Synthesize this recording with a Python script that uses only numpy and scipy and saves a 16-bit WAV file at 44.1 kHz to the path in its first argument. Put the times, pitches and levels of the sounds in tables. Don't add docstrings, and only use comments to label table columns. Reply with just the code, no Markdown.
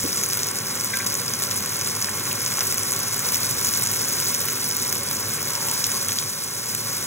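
import sys
import numpy as np
from scipy import signal
from scipy.fft import rfft, irfft, next_fast_len
from scipy.io import wavfile
from scipy.ndimage import uniform_filter1d

SR = 44100
rng = np.random.default_rng(int(sys.argv[2]) if len(sys.argv) > 2 else 0)


def inscribe(sig):
    pcm = np.round(np.clip(np.atleast_2d(sig).T, -1, 1) * 32767)
    wavfile.write(sys.argv[1], SR, pcm.astype(np.int16))


N = 311345
TIME = np.arange(N) / SR


def from_db(db):
    return 10 ** (np.asarray(db) / 20)


def unit_rms(x):
    return x / np.sqrt(np.mean(x ** 2) + 1e-20)


def in_time(rows):
    times, *columns = np.transpose(rows)
    return [np.interp(TIME, times, column) for column in columns]


def at_hz(points, hz):
    known_hz, values = np.transpose(points)
    return np.interp(np.log(hz + 1), np.log(known_hz + 1), values)


def shaped(x, gain_at):
    size = next_fast_len(N + SR // 10)
    hz = np.fft.rfftfreq(size, 1 / SR)
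    return irfft(rfft(x, size) * gain_at(hz), size)[..., :N]


def colour(x, spectrum):
    return unit_rms(shaped(x, lambda hz: from_db(at_hz(spectrum, hz))))


def drift(rate_hz):
    return unit_rms(shaped(rng.standard_normal(N), lambda hz: 1 / (1 + (hz / rate_hz) ** 2)))


def resonate(x, hz, width_hz):
    r = np.exp(-np.pi * width_hz / SR)
    numerator = np.array([1, 0, -1]) * (1 - r * r) / 2
    denominator = [1, -2 * r * np.cos(2 * np.pi * hz / SR), r * r]
    return signal.lfilter(numerator, denominator, x + 1e-18)


def steep_resonance(x, hz, width_hz):
    return unit_rms(resonate(resonate(x, hz, width_hz), hz, width_hz))


def butterworth(x, edges_hz, kind):
    return signal.sosfilt(signal.butter(2, edges_hz, kind, fs=SR, output="sos"), x)


def add_at(track, start_s, sound):
    start = round(start_s * SR)
    track[start:start + len(sound)] += sound


def bursts(per_s, spread_db=0.0):
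    sizes = from_db(spread_db * np.minimum(rng.exponential(1, N), 5.5))
    clicks = sizes * rng.choice([-1, 1], N) * (rng.random(N) < per_s / SR)
    return clicks / np.sqrt(uniform_filter1d(clicks ** 2, SR // 4) + 1e-9)


def bubbles(clicks, low_hz, high_hz, q, pitch_count):
    choice = rng.integers(0, pitch_count, N)
    pitches = np.geomspace(low_hz, high_hz, pitch_count)
    return unit_rms(sum(resonate(clicks * (choice == k), hz, hz / q) for k, hz in enumerate(pitches)))


# f/Hz, left-right coherence
COHERENCE = [(100, 1), (250, 0.97), (400, 0.68), (560, 0.53), (720, 0.2), (1100, 0.62), (1700, 0.91),
             (2400, 0.63), (3200, 0.031), (4000, 0.1)]

def all_round(mid, side):
    def side_gain(hz):
        coherence = np.clip(at_hz(COHERENCE, hz), 0, .999)
        return np.sqrt((1 - coherence) / (1 + coherence))
    return mid + shaped(side, side_gain) * [[1], [-1]]


def from_pan(x, lag_s=.000233, alike_below_hz=2470):
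    right = shaped(x, lambda hz: np.exp(-2j * np.pi * np.maximum(hz - alike_below_hz, 0) * lag_s))
    return np.array([x, right])


def reflections(x, t60_s=.067):
    t = TIME[:SR // 2]
    tails = rng.standard_normal((2, len(t))) * from_db(-60 * t / t60_s)
    tails /= np.sqrt(np.sum(tails ** 2, axis=1, keepdims=True))
    return signal.fftconvolve(x[None], tails, axes=1)[:, :N]


# t/s, level/dB
RUMBLE_LEVEL = [(0, -40.5), (5.0, -40.5), (6.1, -41.5), (6.4, -44.5), (7.06, -41)]
# f/Hz, level/dB
RUMBLE_SPECTRUM = [(20, -50), (35, -31), (55, -12.5), (78, -12), (95, -3.5), (125, 3), (175, -2.5),
                   (240, -2), (305, -7), (400, -4.5), (540, -9.5), (660, -30), (800, -10), (1100, -102)]
# f/Hz, width/Hz, level/dB
RUMBLE_DRONES = [(148.5, 11, -52.5), (203, 27, -50.5), (240.8, 29, -50), (386, 55, -49.5), (478, 36, -51),
                 (561, 15, -51.5)]

def rumble(rush_gain_db=1.0, low_cut_hz=32):
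    level_db, = in_time(RUMBLE_LEVEL)
    mid, side, drive = rng.standard_normal((3, N))
    rush = all_round(colour(mid, RUMBLE_SPECTRUM), colour(side, RUMBLE_SPECTRUM))
    rush = butterworth(rush, low_cut_hz, "high")
    drones = sum(from_db(db) * steep_resonance(drive, hz, width) for hz, width, db in RUMBLE_DRONES)
    return from_db(level_db + rush_gain_db) * rush + from_db(level_db - level_db.mean()) * drones


def hum(pitch_hz=103.2, wander_hz=3.1, gain_db=-5.0):
    level_db, = in_time(RUMBLE_LEVEL)
    phase = 2 * np.pi * np.cumsum(pitch_hz + wander_hz * drift(rate_hz=4.21)) / SR
    swell = 1 + .4 * drift(rate_hz=7)
    return from_db(level_db + gain_db) * swell * np.sqrt(2) * np.sin(phase)


# t/s, level/dB
SIMMER_LEVEL = [(0.0, -36.5), (4.03, -34.5), (4.74, -36.5), (5.84, -35), (6.27, -38.5), (6.53, -40),
                (7.06, -36)]
# f/Hz, level/dB
SIMMER_SPECTRUM = [(360, -17), (620, -2), (736, -5.5), (860, -1.5), (1050, 1), (1210, -1.5), (1380, 4.5),
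                   (1550, -0.5), (1750, 0), (2000, -1.5), (2300, -1), (2650, -6), (3400, -8), (4420, -111),
                   (7480, -120)]
# f/Hz, width/Hz, level/dB re simmer
PAN_MODES = [(1002.7, 38, -15.5), (1115, 81, -10.5), (1560, 80, -13), (2163, 50, -15.5), (3310, 60, -21),
             (3842, 90, -19.5)]

def simmer(per_s=4000, spread_db=2.5, body_db=-2.0):
    def bubbling():
        rings = sum(from_db(db) * steep_resonance(bursts(per_s, spread_db), hz, width)
                    for hz, width, db in PAN_MODES)
        body = colour(bursts(per_s, spread_db), SIMMER_SPECTRUM)
        return from_db(body_db) * body + rings
    level_db, = in_time(SIMMER_LEVEL)
    return from_db(level_db) * all_round(bubbling(), bubbling())


# t/s, level/dB, tilt/(dB/octave)
WORKTOP_KNOCKS = [(0.04, -20, 1)]
# f/Hz, level/dB, T60/s
WORKTOP_RING = [(265, 0, 0.13), (295, -1, 0.11), (325, -2, 0.08), (372, -4, 0.08), (472, -1, 0.14),
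                (623, -15, .06)]
# t/s, level/dB, tilt/(dB/octave)
UTENSIL_CLINKS = [(0.9345, -15, 0), (1.0003, -19, -8)]
# f/Hz, level/dB, T60/s
UTENSIL_RING = [(1500, -3, 0.13), (1580, 0, 0.21), (1740, -6, 0.09), (2020, -2, 0.04), (2270, -1, 0.045),
                (2420, -7, 0.1), (3280, -9, 0.06), (3670, -11, 0.14)]

def struck(hits, modes, scatter_db=1.0, rattle_s=.002):
    out, t = np.zeros(N), TIME[:SR // 3]
    hz, mode_db, t60_s = np.transpose(modes)[:, :, None]
    polarity = (-1) ** np.arange(len(modes))[:, None]
    rattles = rng.standard_normal((len(hits), SR // 50)) * np.exp(-t[:SR // 50] / rattle_s)
    offsets_db = scatter_db * rng.standard_normal((len(hits), len(modes), 1))
    for (start_s, db, tilt), offset_db, rattle in zip(hits, offsets_db, rattles):
        strength_db = mode_db + tilt * np.log2(hz / hz[0]) + offset_db
        envelopes = from_db(strength_db - 60 * t / t60_s)
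        ring = np.sum(polarity * envelopes * np.sin(2 * np.pi * hz * t), axis=0)
        blow = ring + .1 * signal.fftconvolve(ring, rattle)[:len(t)]
        add_at(out, start_s, from_db(db) * blow / np.max(np.abs(blow)))
    return out


# t/s, length/s, level/dB, f/Hz, width/Hz
SCRAPE_STROKES = [(2.24, 0.26, -50, 1700, 1600), (2.54, 0.16, -50, 1300, 1400),
                  (3.207, 0.092, -39, 1400, 1600), (3.44, 0.27, -48, 70, 40),
                  (3.492, 0.075, -33.5, 125, 40)]

def scrapes(slips_per_s=900):
    out, slips = np.zeros(N), bursts(slips_per_s)
    for start_s, length_s, db, hz, width_hz in SCRAPE_STROKES:
        stroke = np.sin(np.pi * np.clip((TIME - start_s) / length_s, 0, 1))
        out += from_db(db) * stroke * steep_resonance(slips, hz, width_hz)
    return out


# t/s, f/Hz, level/dB
SWEEP_PATH = [(5.42, 1100, -57), (5.5, 980, -47), (5.6, 915, -43), (5.68, 890, -39), (5.75, 980, -40),
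              (5.81, 970, -57), (5.89, 1040, -65), (5.95, 1070, -35.5), (6.02, 1100, -52),
              (6.09, 1190, -49), (6.15, 1200, -66)]

def sweeps(slips_per_s=900, half_width_hz=55):
    hz, db = in_time(SWEEP_PATH)
    carrier = np.exp(2j * np.pi * np.cumsum(hz) / SR)
    baseband = butterworth(bursts(slips_per_s) / carrier, half_width_hz, "low")
    ring = unit_rms(np.real(carrier * baseband))
    sliding = (TIME > SWEEP_PATH[0][0]) & (TIME < SWEEP_PATH[-1][0])
    return from_db(db) * ring * sliding


# t/s, level/dB, f/Hz, width/Hz, decay/s
SOFT_TAPS = [(1.514, -25, 1560, 1500, .005), (2.044, -21, 1450, 1500, .005), (2.084, -22, 1390, 1000, .005),
             (2.264, -24, 1850, 1200, .005), (2.312, -17.5, 2340, 1500, .004),
             (2.519, -24, 1700, 1200, .005), (2.583, -19, 1400, 1000, .005), (2.607, -19, 950, 900, .009),
             (2.611, -20.5, 2100, 1200, .005), (3.288, -20, 939, 1500, .005),
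             (4.4852, -16, 2850, 1300, .002), (6.092, -24, 1200, 1500, .003),
             (6.225, -25, 1400, 1200, .003)]
# t/s, level/dB, f/Hz, width/Hz, decay/s
EDGE_TAPS = [(5.8415, -5, 5500, 2000, .0014), (6.0845, -8.5, 6800, 5000, .0013),
             (6.092, -16, 3100, 2400, .0015), (6.1865, -10, 4600, 2400, .0019)]

def taps(hits, gain_db, tick_gain, tick_s=.00054):
    out, t = np.zeros(N), TIME[:SR // 16]
    for start_s, db, hz, width_hz, decay_s in hits:
        grit = rng.standard_normal(len(t))
        crunch = resonate(grit * np.exp(-t / decay_s), hz, width_hz)
        crunch = resonate(crunch, hz, 2 * width_hz)
        tick = resonate(grit * np.exp(-t / tick_s), hz, width_hz=hz)
        tap = crunch + tick_gain * tick
        add_at(out, start_s, from_db(db + gain_db) * tap / np.max(np.abs(tap)))
    return out


# t/s, level/dB re sizzle
FIZZ_LEVEL = [(0, -25), (2.3, -12), (2.8, -7), (3.65, -11), (4.8, -7.5), (5.9, -11), (6.5, -14)]

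def fine_fizz(sizzle_db):
    contact_db, = in_time(FIZZ_LEVEL)
    clicks = bursts(per_s=5000, spread_db=13.0)
    fizz = bubbles(clicks, low_hz=9500, high_hz=17000, q=6, pitch_count=10)
    return from_db(sizzle_db + contact_db) * fizz


# t/s, burst size spread/dB
BURST_SPREAD = [(0, 4.0), (2.0, 3), (3.5, 3), (5.0, 3.5), (6.3, 2), (7.06, -1)]
# f/Hz, level/dB
SIZZLE_SPECTRUM = [(800, -42), (2000, -5.5), (3000, -14.5), (3700, -4.3), (4200, -1), (4800, 0.6),
                   (5600, 2.2), (6500, 1.9), (7500, 0.3), (8600, 2.8), (10500, -1.5), (12500, -4.3),
                   (15500, -2.5)]

def sizzle(level_db, per_s=7500, snap_gain=.087, hiss_db=-10, cluster_db=1.4, surge_db=.35):
    spread_db, = in_time(BURST_SPREAD)
    clicks = bursts(per_s, spread_db)
    clicks *= from_db(cluster_db * drift(rate_hz=28) + surge_db * drift(rate_hz=10))
    rings = bubbles(clicks, low_hz=2500, high_hz=18000, q=4.5, pitch_count=30)
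    crackle = unit_rms(rings + snap_gain * clicks)
    hiss = from_db(hiss_db) * rng.standard_normal(N)
    return from_db(level_db) * colour(crackle + hiss, SIZZLE_SPECTRUM)


def haze(sizzle_db, gain_db=-17):
    return from_db(sizzle_db + gain_db) * colour(rng.standard_normal((2, N)), SIZZLE_SPECTRUM)


def small_spit_rows(sizzle_db, count=90, low_hz=5630, high_hz=8500, scatter_db=1.6):
    spread_db, = in_time(BURST_SPREAD)
    cumulative_chance = np.cumsum(np.maximum(spread_db, 0) ** 2)
    when, pitch = rng.random((count, 2)).T
    starts = np.searchsorted(cumulative_chance, when * cumulative_chance[-SR // 50])
    ping_db, snap_db = sizzle_db[starts] + scatter_db * rng.standard_normal((count, 2)).T
    hz = low_hz * (high_hz / low_hz) ** pitch
    return list(zip(starts / SR, ping_db + 3.5, hz, snap_db + 1.0))


# t/s, ping level/dB, f/Hz, snap level/dB
LOUD_SPITS = [(0.1296, -16, 5600, -23), (0.1783, -15, 7180, -30), (0.2128, -17, 8500, -23),
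              (0.2362, -12, 6660, -18), (0.2612, -16, 7900, -28), (0.333, -16, 5590, -14),
              (0.3729, -24, 8080, -15), (0.4328, -13, 6360, -26), (0.4868, -19, 5400, -19),
              (0.5873, -17, 7200, -28), (0.81, -17, 7900, -24), (0.8455, -18, 8050, -14),
              (0.9714, -24, 8590, -17), (1.0655, -18, 8220, -14), (1.0709, -19, 5120, -18),
              (1.1417, -16, 7270, -17), (1.1524, -16, 6560, -21), (1.2807, -16, 5100, -26),
              (1.3371, -14, 6120, -20), (1.422, -16, 6690, -18), (1.4369, -15, 7210, -22),
              (1.5111, -15, 5710, -35), (1.5155, -17, 7100, -21), (1.6601, -18, 8370, -18),
              (1.8124, -15, 6280, -32), (1.8742, -18, 7300, -18), (2.0151, -24, 8360, -18),
              (2.0243, -14, 5720, -26), (2.045, -15, 5250, -25), (2.329, -17, 7210, -18),
              (2.4625, -12, 6210, -28), (2.5722, -16, 6280, -22), (2.5921, -13, 6470, -22),
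              (2.6079, -12, 5710, -22), (2.7248, -19, 7350, -17), (2.7434, -17, 8220, -14),
              (2.7815, -15, 6110, -21), (2.9201, -12, 7950, -26), (2.9284, -17, 7080, -17),
              (2.963, -17, 7000, -21), (3.1931, -16, 7620, -19), (3.2887, -16, 5500, -22),
              (3.3217, -16, 8620, -14), (3.3449, -13, 5750, -13), (3.3567, -16, 6130, -17),
              (3.6468, -15, 6400, -22), (3.6532, -19, 8200, -16), (3.6699, -15, 6650, -16),
              (3.6893, -17, 6590, -14), (3.7379, -14, 5800, -18), (3.8227, -23, 6370, -12),
              (3.8372, -14, 8020, -19), (3.8623, -15, 6500, -23), (3.8719, -14, 6400, -22),
              (3.9156, -19, 8010, -14), (4.201, -16, 7350, -17), (4.3432, -19, 7320, -17),
              (4.3478, -14, 6200, -21), (4.4537, -21, 8310, -17), (4.4859, -19, 5800, -19),
              (4.7116, -16, 5550, -23), (4.7676, -20, 6980, -12.5), (4.9267, -22, 7180, -11),
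              (5.1118, -20, 7950, -14), (5.553, -16, 5500, -26), (5.6855, -15, 8070, -27),
              (5.7136, -15, 7600, -19), (5.8673, -22, 7600, -15), (5.9173, -15, 7040, -31),
              (6.12, -16, 6190, -25), (6.7496, -15, 8530, -18)]

def spits(sizzle_db, gain_db=1.1, ping_cycles=2.6, spray_s=.0025, snap_s=.0004, hard_snap_db=-16):
    out, t = np.zeros(N), TIME[:SR // 100]
    for start_s, ping_db, hz, snap_db in list(LOUD_SPITS) + small_spit_rows(sizzle_db):
        noise, grit = rng.standard_normal((2, len(t)))
        ping = np.cos(2 * np.pi * hz * t) * np.exp(-hz * t / ping_cycles)
        spray = .27 * noise * np.exp(-t / spray_s)
        crack = grit * np.exp(-t / snap_s)
        thump = .25 * resonate(crack, hz=2400, width_hz=2000)
        pop = butterworth(ping + spray, [hz / 1.6, hz * 1.4], "band") + thump
        snap_low_hz = 11500 if snap_db > hard_snap_db else 9500
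        snap = butterworth(crack, [snap_low_hz, 16000], "band") + .22 * crack
        for part, db in (pop, ping_db), (snap, snap_db):
            onset_rms = np.sqrt(np.mean(part[:SR // 1400] ** 2))
            add_at(out, start_s, from_db(db + gain_db) * part / onset_rms)
    return out


# t/s, level/dB
SIZZLE_LEVEL = [(0.0, -27.5), (0.61, -30), (1.12, -30), (1.51, -29), (2.06, -30.5), (2.77, -28),
                (3.07, -29), (3.7, -26.5), (4.15, -27), (5.33, -30), (5.88, -27), (6.35, -31), (6.55, -32),
                (7.06, -30)]

def frying(gain_db=3.0, room_db=-22):
    sizzle_db = in_time(SIZZLE_LEVEL)[0] + gain_db
    fat = sizzle(sizzle_db) + fine_fizz(sizzle_db) + spits(sizzle_db)
    return from_pan(fat) + haze(sizzle_db) + from_db(room_db) * reflections(fat)


def scene(handling_room_db=-9):
    fry = frying()
    clinks = struck(UTENSIL_CLINKS, UTENSIL_RING)
    knocks = struck(WORKTOP_KNOCKS, WORKTOP_RING)
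    edge_taps = taps(EDGE_TAPS, gain_db=2, tick_gain=.3)
    soft_taps = taps(SOFT_TAPS, gain_db=1.3, tick_gain=.58)
    handling = soft_taps + edge_taps + scrapes() + sweeps() + clinks + knocks
    room = from_db(handling_room_db) * reflections(handling)
    return fry + simmer() + from_pan(handling) + room + rumble() + hum()


def record(dry):
    cutoff_hz = 15720
    return shaped(np.tanh(dry), lambda hz: 1 / np.sqrt(1 + (hz / cutoff_hz) ** 400))


dry = scene()
out = record(dry)
inscribe(out)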